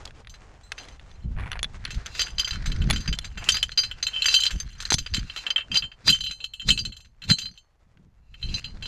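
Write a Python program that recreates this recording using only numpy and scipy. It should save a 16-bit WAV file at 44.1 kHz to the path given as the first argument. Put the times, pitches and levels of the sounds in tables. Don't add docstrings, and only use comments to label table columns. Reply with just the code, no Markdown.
import sys
import numpy as np
from scipy import signal
from scipy.fft import rfft, irfft
from scipy.io import wavfile
from scipy.ndimage import uniform_filter1d

SR = 44100
rng = np.random.default_rng(int(sys.argv[2]) if len(sys.argv) > 2 else 0)


def materialize(psi):
    bounded = np.clip(np.atleast_2d(psi).T, -1, 1)
    quanta = np.round(bounded * 32767).astype(np.int16)
    wavfile.write(sys.argv[1], SR, quanta)


N = 391166
TIME = np.arange(N) / SR
RING_TIME = np.arange(SR // 3) / SR


def undb(db):
    return 10 ** (np.asarray(db) / 20)


def unit(x):
    return x / np.sqrt(np.mean(x ** 2))


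def add(out, start_s, sound):
    i = max(int(start_s * SR), 0)
    out[i:i + len(sound)] += sound[:max(N - i, 0)]


def curves(table):
    times, *columns = np.transpose(table)
    return [np.interp(TIME, times, column) for column in columns]


def log_interp(f, points):
    hz, db = np.transpose(points)
    return np.interp(np.log(f), np.log(hz), db)


def response(points, size=512):
    f = np.maximum(np.arange(size // 2 + 1) * SR / size, 1)
    cepstrum = irfft(np.log(undb(log_interp(f, points))))
    cepstrum[1:size // 2] *= 2
    cepstrum[size // 2 + 1:] = 0
    h = irfft(np.exp(rfft(cepstrum)))
    return h / np.linalg.norm(h)


def through(x, h):
    return signal.fftconvolve(x, h)[:len(x)]


def fade(t60):
    return np.exp(-np.log(1000) * RING_TIME / max(t60, 1e-3))


def walk(rate):
    k = int(SR / rate)
    steps = np.repeat(rng.standard_normal(N // k + 1), k)[:N]
    return unit(uniform_filter1d(uniform_filter1d(steps, k), k))


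def grains(spread_db, size):
    strength_db = spread_db * np.minimum(rng.exponential(size=size // 16 + 1), 6)
    strength = np.repeat(undb(strength_db), 16)[:size]
    return unit(rng.standard_normal(size) * strength)


def touches(rate, spread_db=0.0):
    hits = rng.random(N) < rate / SR
    return unit(hits * undb(spread_db * rng.standard_normal(N)))


def gesture(start, hold, attack_s, release_s):
    early = np.maximum(start - TIME, 0)
    late = np.maximum(TIME - start - hold, 0)
    return np.exp(-np.minimum(early / attack_s + late / release_s, 20))


def gestures(rows, attack_s, release_s):
    return sum(undb(db) * gesture(start, hold, attack_s, release_s) for start, hold, db in rows)


def contact(t60, first):
    envelope = fade(t60)
    force = grains(4.2, len(envelope)) * envelope
    force /= np.linalg.norm(force)
    force[0] += first
    return force * np.linalg.norm(envelope) / np.linalg.norm(force)


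def ring(modes, length, wall_db, overtone_db, detune=0.0055, scatter_db=6.0):
    hz, db, t60 = np.transpose(modes)
    chance = rng.standard_normal((len(hz), 3))
    db = db + wall_db * (hz < 2850) + overtone_db * (hz > 5500)
    spread_db = scatter_db + 1.5 * (hz > 6600)
    gain = undb(db + spread_db * chance[:, 0]) * np.sign(chance[:, 1])
    t = RING_TIME.astype(np.float32)
    omega = (2 * np.pi * hz * (1 + detune * chance[:, 2])).astype(np.float32)
    loss = (np.log(1000) / (t60 * max(length, .2))).astype(np.float32)
    return gain @ (np.sin(np.outer(omega, t)) * np.exp(-np.outer(loss, t)))


def rubbed(force, modes, length, overtone_db):
    metal = ring(modes, length, 0, overtone_db)
    return through(force, metal / np.linalg.norm(metal))


# (time [s], sleeve rustle level [dB], rumble level [dB]), before trims
STIR_CURVES = [(0.0, -55.5, -45), (0.68, -58.5, -46), (0.81, -47, -46.5), (1.16, -63, -41),
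               (1.55, -59.5, -35), (1.75, -56, -36), (2.74, -59, -47), (3.2, -59.5, -36.5),
               (3.65, -67, -42), (4.38, -56, -47), (4.75, -70, -41.5), (5.25, -77, -42),
               (5.46, -54.5, -54.5), (6.1, -68, -51.5), (6.9, -73.5, -49.5), (7.7, -71.5, -61),
               (8.3, -74.5, -49.5), (8.87, -55.5, -35)]
# (start [s], hold [s], sway level [dB], cloth rubbing level [dB]), before trims
CHEST_SHIFTS = [(1.251, 0.2, -27.5, -39.5), (1.744, 0.14, -35.5, -49.5), (1.965, 0.014, -23, -37),
                (2.325, 0.067, -34.5, -53), (2.525, 0.25, -30, -44), (2.673, 0.34, -24.5, -35),
                (2.78, 0.17, -29, -29), (3.093, 0.03, -20.5, -31), (3.37, 0.035, -30, -45.5),
                (3.479, 0.087, -35.5, -47.5), (4.544, 0.026, -26.5, -39.5), (4.636, 0.033, -31.5, -49),
                (4.945, 0.083, -31, -43), (5.122, 0.13, -29.5, -43), (5.703, .04, -39.5, -40),
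                (5.825, 0.033, -40.5, -45.5), (6.096, 0.014, -29, -24.5), (6.148, .17, -42.5, -53.5),
                (6.678, 0.054, -28.5, -31), (6.753, 0.14, -37.5, -42.5), (7.303, 0.0049, -24.5, -24.5),
                (7.366, 0.16, -48, -53.5), (7.971, 0.11, -64, -55.5), (8.445, 0.12, -29.5, -39),
                (8.634, 0.27, -50, -48)]
SHIFT_ATTACK_S, SHIFT_RELEASE_S = 0.018, 0.016
# (centre time [s], level [dB], frequency [Hz], Gaussian 1/e half-length [s])
BODY_JOLTS = [(1.26, -16.5, 59.5, 0.0027), (2.808, -14, 71, 0.0065), (2.876, -17, 130, 0.0048),
              (3.09, -20, 163, 0.0045), (4.921, -17, 800, 0.00097), (4.922, -9, 340, 0.00061),
              (4.946, -14, 90, 0.0027), (5.183, -15, 110, 0.0018), (6.101, -35.5, 134, .005),
              (6.693, -28.5, 130, .005), (6.712, -23, 188, 0.006), (7.315, -9.5, 166.3, 0.0052)]
# (frequency [Hz], relative level [dB])
SWAY_COLOUR = [(10, -1), (25, 6.5), (50, 5.5), (90, -0.5), (140, -8.5), (300, -59.5), (1500, -91.5),
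               (8000, -120)]
RUB_COLOUR = [(50, -20), (110, 4), (190, 3.5), (300, -10.5), (500, -23), (1000, -39), (3000, -58),
              (10000, -100)]


def body(sway_db=-2, rub_db=-1, idle_rub_db=-16, uneven_db=1.5):
    _, rumble_db = curves(STIR_CURVES)
    idle = undb(rumble_db + uneven_db * walk(12))
    sway, rub = idle, idle * undb(idle_rub_db)
    for start, hold, shift_sway_db, shift_rub_db in CHEST_SHIFTS:
        shift = gesture(start, hold, SHIFT_ATTACK_S, SHIFT_RELEASE_S)
        sway = np.maximum(sway, undb(shift_sway_db) * shift)
        rub = np.maximum(rub, undb(shift_rub_db) * shift)
    out = undb(sway_db) * sway * through(rng.standard_normal(N), response(SWAY_COLOUR, size=8192))
    out += undb(rub_db) * rub * through(grains(3.8, N), response(RUB_COLOUR, size=4096))
    t = np.arange(-SR // 20, SR // 20) / SR
    for centre, db, hz, length in BODY_JOLTS:
        thump = -undb(db) * np.sin(2 * np.pi * hz * t) * np.exp(-(t / length) ** 2)
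        add(out, centre + t[0], thump)
    return out


def swish(x, depth_db, count=4):
    out = np.zeros(N)
    for hz in 700 * 2 ** np.arange(count):
        low = signal.sosfiltfilt(signal.butter(2, hz, fs=SR, output="sos"), x)
        out += low * undb(depth_db * walk(14))
        x = x - low
    return out + x


# (start [s], hold [s], level [dB] before trims)
SLING_STROKES = [(1.42, .05, -76), (1.85, 0.25, -51), (2.2, 0.089, -47), (2.44, 0.13, -42), (2.6, .48, -46),
                 (3.2, 0.27, -61), (3.82, 0.17, -55.5), (4.1, .08, -54), (4.22, 0.28, -47),
                 (4.55, 0.17, -60), (4.82, 0.07, -48.5), (5.1, .18, -56), (5.37, 0.089, -48.5),
                 (5.76, 0.035, -47), (6.03, .15, -57), (6.66, 0.13, -68), (8.5, 0.47, -59.5)]
STROKE_ATTACK_S, STROKE_RELEASE_S = 0.042, 0.014
# (frequency [Hz], relative level [dB])
SLEEVE_COLOUR = [(150, 1.5), (400, 3.5), (800, 4), (1200, 1.5), (2000, -3), (4000, -10.5), (7000, -13),
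                 (10000, -28), (15000, -62.5)]
WEBBING_COLOUR = [(600, -26.5), (1100, -7.5), (1500, 0.5), (2000, -3), (3000, -12), (4500, -8.5),
                  (7000, -21), (14000, -51)]


def rustle(sleeve_db=0, webbing_db=-5, catch_db=-3, catch_rate=55, fits_db=3.0, swish_db=1.5):
    sleeve_level_db, _ = curves(STIR_CURVES)
    fits = fits_db * walk(35)
    sleeve_gain = undb(sleeve_level_db + sleeve_db + fits)
    out = sleeve_gain * through(grains(2.5, N), response(SLEEVE_COLOUR))
    crunches = through(touches(catch_rate), fade(0.011))
    catches = unit(crunches * rng.standard_normal(N))
    weave = undb(webbing_db + fits) * grains(1.6, N) + undb(catch_db) * catches
    strokes = gestures(SLING_STROKES, STROKE_ATTACK_S, STROKE_RELEASE_S)
    out += strokes * through(weave, response(WEBBING_COLOUR))
    return swish(out, swish_db)


# (start [s], length [s], mid-drag level [dB] before the rock filter, mean slip rate [1/s])
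ROCK_DRAGS = [(1.364, 0.21, -41, 105), (2.895, 0.014, -23, 620), (3.369, .11, -47, 150)]
SCRAPE_SWELL_DB, SCRAPE_EDGE_S = 9, 0.0034
# (frequency [Hz], relative level [dB])
ROCK_COLOUR = [(400, -4), (900, 3.5), (1500, 2), (2200, 4.5), (3000, -8), (4000, -17), (7000, -35.5),
               (10000, -24.5), (12000, -48.5), (16000, -37)]


def scrape(uneven_db=5.0):
    out = np.zeros(N)
    pace = np.exp(0.17 * walk(90))
    grip = undb(uneven_db * walk(120))
    for start, length, db, rate in ROCK_DRAGS:
        phase = np.cumsum(rate * pace) / SR
        slips = np.diff(np.floor(phase), prepend=0) * grip
        progress = np.clip((TIME - start) / length, 0, 1)
        pressure_db = db + SCRAPE_SWELL_DB * (progress - .5)
        edges = gesture(start, length, SCRAPE_EDGE_S, SCRAPE_EDGE_S)
        out += undb(pressure_db) * edges * unit(through(slips, fade(0.03)))
    return through(out * rng.standard_normal(N), response(ROCK_COLOUR))


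# (frequency [Hz], relative level [dB], t60 [s] at length factor 1)
GOLD_MODES = [(2540, -11.5, .025), (2639, -7, 0.059), (2700, 1, 0.027), (2893, -20.5, 0.065),
              (3093, -1.5, 0.062), (2900, -30, 0.11), (3214, -3, 0.017), (3380, -15.5, .025),
              (7355, -18, 0.055), (6760, -23.5, .08), (7500, -30, 0.1), (8960, -38, .08),
              (9230, -32.5, 0.084), (11750, -26.5, 0.04), (13990, -50.5, .08)]
BLUE_MODES = [(3770, -5, 0.024), (4081, 1.5, 0.065), (4134, -12, 0.13), (4380, -22.5, 0.21),
              (6380, -21.5, 0.13), (6140, -20, 0.024), (7370, -13.5, 0.056), (8100, -24, 0.1),
              (10800, -43, .14), (12540, -39, .10), (13600, -42.5, .07)]
RED_MODES = [(4758, -1, 0.081), (4900, -24.5, .06), (4895, -14.5, 0.13), (5260, -17.5, 0.032),
             (6220, -3, 0.08), (6396, -22, .07), (10600, -24, 0.036), (10560, -30.5, 0.037),
             (12330, -30.5, .10), (13060, -41.5, .08)]
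NUTS = (GOLD_MODES, BLUE_MODES, RED_MODES)
# (end [s], exponential rise time [s], gold, blue and red force levels [dB])
NUT_SLIDES = [(2.193, 0.039, -40, -38, -41), (3.487, 0.043, -35, -52, -76), (4.22, 0.11, -41, -67.5, -62.5),
              (4.34, 0.031, -37.5, -36, -27.5), (5.439, 0.14, -46, -48.5, -56),
              (5.771, 0.015, -22, -33.5, -39.5), (6.082, 0.0073, -26, -18, -16),
              (6.694, 0.0082, -35.5, -19.5, -18.5), (7.305, 0.0074, -23.5, -17, -39),
              (8.598, 0.072, -38.5, -43.5, -54.5)]
# (frequency [Hz], relative level [dB])
CRACK_COLOUR = [(1500, -15.5), (3300, 18), (5400, 12.5), (7300, 12.5), (8900, -6), (11500, -11),
                (13000, -12.5), (14500, -38.5), (16000, -63.5)]


def slides(scrape_db=-13):
    pressure = np.zeros((3, N))
    for end, rise, *nut_db in NUT_SLIDES:
        before_end = np.arange(int(end * SR))[::-1] / SR
        swell = np.exp(-before_end / rise)
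        pressure[:, :len(swell)] += np.outer(undb(nut_db), swell)
    friction = pressure * grains(1.7, N)
    metal = sum(rubbed(force, modes, length=0.52, overtone_db=-14.5) for force, modes in zip(friction, NUTS))
    return metal + undb(scrape_db) * through(friction.sum(axis=0), response(CRACK_COLOUR))


# (start [s], hold [s], level [dB] before trims)
JANGLE_SPELLS = [(0.06, 0.52, -91), (0.78, 0.092, -53.5), (1.1, 0.14, -68), (2.19, 0.1, -47),
                 (2.39, 0.18, -70), (2.72, 0.56, -56), (3.5, 0.21, -55), (4.26, 0.24, -44.5),
                 (4.52, 0.7, -57.5), (5.15, .28, -74.5), (5.56, 0.03, -53.5), (6.12, 0.16, -46),
                 (6.72, 0.18, -58), (7.38, 0.087, -48), (8.4, 0.24, -56.5)]
JANGLE_ATTACK_S, JANGLE_RELEASE_S = 0.008, 0.041
# (frequency [Hz], relative level [dB])
GRIT_COLOUR = [(1500, -20.5), (3200, 17), (4500, 0.5), (7000, 1.5), (8500, -4.5), (10500, -14.5),
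               (12500, -20.5), (15000, -51)]
KNOCK_COLOUR = [(150, -23.5), (400, -5.5), (900, -9.5), (1500, 6.5), (2200, 4.5), (3200, 3), (4500, -4.5),
                (7000, -38), (14000, -57)]


def jangle(grit_db=-10, ring_db=1, tap_db=-6, rate=75, fits_db=4.0):
    swing = gestures(JANGLE_SPELLS, JANGLE_ATTACK_S, JANGLE_RELEASE_S)
    out = swing * undb(grit_db + fits_db * walk(52)) * through(grains(3.0, N), response(GRIT_COLOUR))
    for modes in NUTS:
        force = swing * touches(rate / 3) / np.sqrt(3)
        out += undb(ring_db) * rubbed(force, modes, length=0.72, overtone_db=7)
        out += undb(tap_db) * through(force, response(KNOCK_COLOUR))
    return out


# (time [s], knock, ring and snap levels [dB] before trims)
CLICK_EVENTS = [(0.0539, -48, -58, -28.5), (0.076, -44, -45, -56), (0.108, -44.5, -58, -61),
                (0.248, -47, -69, -76), (0.272, -35.5, -49, -58), (0.7192, -23, -37, -29),
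                (0.8525, -46, -62, -53), (0.886, -43, -54, -44), (0.996, -41.5, -67, -57),
                (1.1146, -50, -66, -55), (1.517, -24.5, -29, -67), (1.407, -44, -62, -62),
                (1.5307, -27, -37, -57), (1.5922, -26.5, -39, -56), (1.6301, -31.5, -16.5, -30),
                (1.644, -26, -30.5, -37), (1.8515, -46, -19.5, -55), (2.901, -22, -21, -32),
                (2.9085, -18.5, -18.5, -23), (3.188, -29, -29.5, -27), (3.488, -41, -29, -33),
                (3.6294, -27, -21, -40), (3.6932, -30.5, -47, -70), (4.2574, -16, -30, -51),
                (4.8246, -49, -43, -29), (4.921, -15, -31, -20), (4.9413, -45, -24.5, -9.5),
                (7.973, -54.5, -70, -78)]
CLICK_T60_S = 0.018
# (frequency [Hz], relative level [dB], t60 [s] at length factor 1)
CARABINER_MODES = [(3160, -14.5, 0.0076), (3458, 1, 0.053), (4160, 2.5, 0.016), (4120, -5.5, .015),
                   (5850, -5.5, 0.038), (6590, -2.5, 0.01547), (8800, -31.5, 0.021), (9920, -5.5, 0.065),
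                   (10480, -49, 0.012)]
# (frequency [Hz], relative level [dB])
SNAP_COLOUR = [(2500, -5.5), (5000, 8), (6700, 2), (8200, -7.5), (10200, -16.5), (12500, -26.5),
               (16000, -33)]


def clicks(knock_db=1, ring_db=0, snap_db=0, overtone_db=-1):
    rings, knocks, snaps = np.zeros((3, N))
    for s, knock, body_ring, snap in CLICK_EVENTS:
        brightness = min(snap - body_ring, 0) / 2 + overtone_db
        metal = ring(CARABINER_MODES, 0.46, 0, brightness, detune=0.021)
        add(rings, s, undb(body_ring + ring_db) * metal)
        add(knocks, s, undb(knock + knock_db) * contact(CLICK_T60_S, first=1.0))
        add(snaps, s, undb(snap + snap_db) * contact(CLICK_T60_S, first=0.3))
    return rings + through(knocks, response(KNOCK_COLOUR)) + through(snaps, response(SNAP_COLOUR))


# (time [s], knock level [dB], gold, blue and red ring levels [dB],
# hardness [dB], ring length factor [1], floored at 0.2), levels before trims
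CLINK_EVENTS = [(0.296, -80, -54, -58, -55.5, 18.5, 1.5), (0.3406, -49, -59, -47, -44, 1, .9),
                (0.633, -73, -87, -55.5, -92, 16, 4.5), (0.7804, -38, -41, -51, -40, 2.5, 1.7),
                (1.8517, -32, -24, -37, -50, -14, .25), (1.876, -42, -42, -45, -63, -4, .35),
                (1.9058, -36, -40, -41, -49, 9, 2.2), (1.9445, -42.5, -51, -63, -63, 18.5, 0.88),
                (2.06, -37, -47, -53, -34, 12, .4), (2.151, -36.5, -42, -59, -49, 11, 1.5),
                (2.1934, -27, -20, -24, -20, -0.5, .9), (2.203, -41, -28, -32, -17.5, -7, 1.8),
                (2.2161, -34, -15, -18, -42, 7, .5), (2.271, -39, -42, -48, -46, -6, 2.5),
                (2.3825, -34, -14.5, -22, -15.5, -9, .6), (2.3949, -36, -12.5, -30, -14.5, 0.5, .85),
                (2.4132, -41, -38, -25, -38, -4, 0.33), (2.445, -63, -16.5, -35, -22.5, -4, 1),
                (2.508, -36.5, -21.5, -22, -21, -7, .6), (2.4754, -33, -39, -34, -26, -0.5, 1.3),
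                (2.531, -44, -31, -35.5, -37, -1, 1.45), (2.6586, -33, -48, -34, -33.5, 8, 1.35),
                (2.7174, -38.5, -22.5, -29.5, -33, -6, .6), (2.8186, -39, -25.5, -43, -63, -1, .5),
                (2.928, -29, -50, -37, -31.5, 4.5, 3), (2.96, -36, -14, -27, -30, -3.5, .45),
                (3.0036, -47.5, -53, -42, -42.5, 10, 1.9), (3.0767, -29.5, -30, -34, -20.5, -5, .9),
                (3.1275, -33.5, -9, -30, -23.5, -5, .3), (3.2452, -37, -61, -37, -39, 8, 1.1),
                (3.375, -36.5, -36.5, -42, -44.5, 2, 2.9), (3.4418, -45, -51, -55, -64, 23.5, 1.2),
                (3.4882, -21, -1, -17, -23, 4.5, .45), (3.52, -37.5, -33, -31, -17.5, 4.5, 1),
                (3.5438, -28, -44, -27, -15.5, -1, 1.3), (3.5552, -48, -39, -32.5, -27, -17, 2.7),
                (3.5675, -31, -16.5, -30, -39, 5.5, .45), (3.6277, -34.5, -1.5, -25, -31, 3, .35),
                (3.7181, -45.5, -24, -23.5, -38, -6, .45), (3.7748, -33.5, -22, -20, -11, -6, 1.9),
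                (3.7893, -30.5, -27, -34, -9.5, -6, .65), (3.8345, -33.5, -25.5, -24, -26.5, -3, 1.35),
                (3.9126, -40, -21, -43, -49, -5.5, .75), (4.0271, -30.5, -42, -19.5, -19.5, 1, 1.1),
                (4.067, -37, -14.5, -14, -45, -2, 1), (4.133, -52.5, -29, -45, -55, -9, 3),
                (4.161, -42.5, -22, -40.5, -46, -13, 2.9), (4.2205, -37.5, -6.5, -13, -43.5, -6, .8),
                (4.243, -36, -21, -42.5, -40, 7, 0.77), (4.258, -37.5, -13.5, -37, -14.5, 1.5, 1.45),
                (4.283, -28, -19, -21, -21.5, -0.5, 2.2), (4.312, -43, -36, -23, -27, -1, 1.1),
                (4.3405, -30, -10.5, -15.5, -16, 2, 2.1), (4.3622, -55, -10, -25.5, -33.5, -16, 1.8),
                (4.4026, -56.5, -15.5, -24, -26.5, 3, 1), (4.421, -43, -15, -21, -41, -5, 0.77),
                (4.4349, -39, -7.5, -16.5, -31, 3, .5), (4.4538, -36, -22, -16, -34, 5.5, 0.45),
                (4.4645, -34, -11, -14, -13, -10, .45), (4.5075, -34, -38.5, -46, -52, 15.5, 2.2),
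                (4.6005, -41, -44, -37, -26.5, 8.5, .6), (4.803, -35, -53, -39, -43, 12.5, 1.9),
                (4.8526, -36.5, -38, -12, -22, -3.5, .25), (4.9037, -26.5, -43, -13, -11, 2, .5),
                (4.9268, -42, -49.5, -18, -20.5, 9.5, .85), (4.9836, -35.5, -23.5, -28, -23.5, 4.5, 0.95),
                (5.062, -37, -22, -45, -24.5, -6.5, .35), (5.1384, -33, -35, -23, -10.5, -10.5, 0.37),
                (5.1447, -32, -13.5, -14.5, -30, 0.5, 0.48), (5.1667, -34, -24, -24.5, -48, 4, .8),
                (5.1919, -42, -31, -50, -25.5, -2, 0.34), (5.2982, -39.5, -24, -34, -40, -15, .75),
                (5.3622, -35, -23.5, -30, -40, -0.5, .7), (5.373, -38.5, -28, -33, -39, -4, 1.7),
                (5.4654, -31.5, -14.5, -30, -41, -9, .9), (5.5034, -32.5, -15, -29, -18.5, -6.5, .8),
                (5.5601, -30.5, -6, -36, -54, -15, .6), (5.5802, -31.5, -19, -57, -62, -12, 1.6),
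                (5.607, -38, -25.5, -56, -69, -14.5, 1.34), (5.7157, -38.5, -19, -48, -29.5, -9, 1.6),
                (5.743, -34.5, -32, -22.5, -24, -0.5, 1.7), (5.7555, -60.5, -9.5, -24, -15, -25, .75),
                (5.7707, -39, -13.5, -15.5, -9.5, -4, .6), (5.8224, -38, -21, -48, -57.5, -13, 1.7),
                (5.8377, -45, -28, -45, -51.5, -7, 1.8), (5.9163, -49.5, -37, -59, -50.5, -10.5, .9),
                (6.0798, -22, -31.5, -20, -13, -6, 1.2), (6.0914, -29, -10, -7, -36.5, -0.5, 1),
                (6.1, -35, -10, -22, -41, 5, 1.4), (6.1249, -61.5, -10, -40, -27, -3, 1.7),
                (6.1462, -38, -25, -44, -31, 2, 0.87), (6.2058, -57, -19.5, -30, -33, -6, 1.4),
                (6.238, -55, -25, -29, -56, -1.5, 2.4), (6.2631, -50, -20, -26, -36, -13, 1.9),
                (6.31, -40.5, -33, -31, -43, 3, 2.6), (6.4025, -56, -35, -36, -65.5, -8, 3.5),
                (6.441, -45.5, -17.5, -23.5, -45, -1, .9), (6.5352, -54.5, -28, -38.5, -61.5, -1, 2.1),
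                (6.5969, -54.5, -26.5, -41.5, -64, -7, 2.3), (6.617, -48, -41.5, -43, -60.5, 3, 1.1),
                (6.688, -24.5, -26, -9, -44, -1, 1.3), (6.704, -33, -8.5, -21, -32, 3, 1.9),
                (6.7752, -38, -18, -22, -39, -3, .9), (6.7894, -45, -19, -28, -15.5, -7, .9),
                (6.8512, -45, -25.5, -24.5, -45, 4, 1.2), (6.9214, -53.5, -35.5, -39, -63, -3, 1.7),
                (6.9659, -59, -37.5, -42.5, -58, 5.5, 1.3), (7.003, -61, -48.5, -54, -63, 6, 2.3),
                (7.048, -54.5, -59, -58.5, -60.5, 4, 1.5), (7.2193, -46.5, -33.5, -45, -71, -2, 1.5),
                (7.238, -46.5, -31.5, -29, -62, -0.5, 0.64), (7.3003, -22, -19, -16.5, -6, -13, .35),
                (7.307, -45, -15, -10, -40, 1.5, .8), (7.3145, -47, -18, -10, -45, -2.5, 1.31),
                (7.3849, -43, -29.5, -32, -34.5, 8, 1.75), (7.415, -63, -35, -28.5, -37, -5, 2.3),
                (7.4568, -54, -28, -22.5, -35, -12, 1), (7.5752, -63, -40, -37.5, -61, -3, 1.6),
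                (8.3415, -53, -37, -54.5, -61.5, -10, .9), (8.4269, -48, -27, -28.5, -60, -13, 1.8),
                (8.4868, -57, -38, -41, -46, -16, 4), (8.541, -49.5, -28, -25, -21, -10.5, 1.4),
                (8.6423, -46, -26.5, -33, -41, -9, 2.2), (8.8244, -41, -30.5, -39.5, -41, -4, 4),
                (8.856, -46, -24.5, -31, -39, -8, 1.1)]
WALL_DB, WALL_SHARE = 2.5, 0.45
CRACK_DB, OVERTONE_DB = -5, -1.5


def clinks(gold_db=0, blue_db=-1, red_db=-1, knock_db=2, chatter_t60=0.076, build_s=0.0015, buzz_db=-6):
    rings, knocks, cracks = np.zeros((3, N))
    build = 1 - np.exp(-RING_TIME / build_s)
    for s, knock, gold, blue, red, hardness, length in CLINK_EVENTS:
        wall = WALL_DB + WALL_SHARE * (knock - gold)
        overtones = hardness + OVERTONE_DB
        crack = np.mean([knock, gold, blue, red]) + hardness + CRACK_DB
        levels = (gold + gold_db, blue + blue_db, red + red_db)
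        metal = build * sum(undb(db) * ring(modes, length, wall, overtones, detune=.005, scatter_db=1.5)
                            for modes, db in zip(NUTS, levels))
        chatter = contact(chatter_t60, first=0)
        buzz = through(metal, chatter / np.linalg.norm(chatter))
        add(rings, s, metal + undb(buzz_db) * buzz)
        add(knocks, s, undb(knock + knock_db) * contact(chatter_t60, first=0.52))
        add(cracks, s, undb(crack) * chatter)
    return rings + through(knocks, response(KNOCK_COLOUR)) + through(cracks, response(CRACK_COLOUR))


def rock_face(x, echo_db=-21, t60=0.043):
    scatter = rng.standard_normal(len(RING_TIME)) * fade(t60) * (RING_TIME > .004)
    return x + undb(echo_db) * through(x, scatter / np.linalg.norm(scatter))


# (frequency [Hz], relative side level [dB] before the trim)
PORT_DIFFERENCE = [(100, -71.5), (500, -45.5), (1000, -49.5), (4000, -47.5), (9000, -29.5), (12500, -0.5)]


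def ports(x, side_db=-9):
    f = np.maximum(np.arange(N // 2 + 1) * SR / N, 1)
    side = irfft(1j * rfft(x) * undb(side_db + log_interp(f, PORT_DIFFERENCE)), N)
    return np.array([x + side, x - side])


def scene():
    near_rock = rock_face(clinks() + clicks() + slides() + scrape())
    return ports(near_rock + jangle() + rustle() + body())


def record(dry, hiss_db=-92):
    hiss_band = signal.butter(2, [9000, 13000], "band", fs=SR, output="sos")
    hiss = signal.sosfilt(hiss_band, rng.standard_normal((2, N)))
    sound = np.clip(dry + undb(hiss_db) * unit(hiss), -.85, .85)
    low_pass = signal.ellip(8, .2, 70, 15200, fs=SR, output="sos")
    return signal.sosfilt(low_pass, sound)


dry = scene()
out = record(dry)
materialize(out)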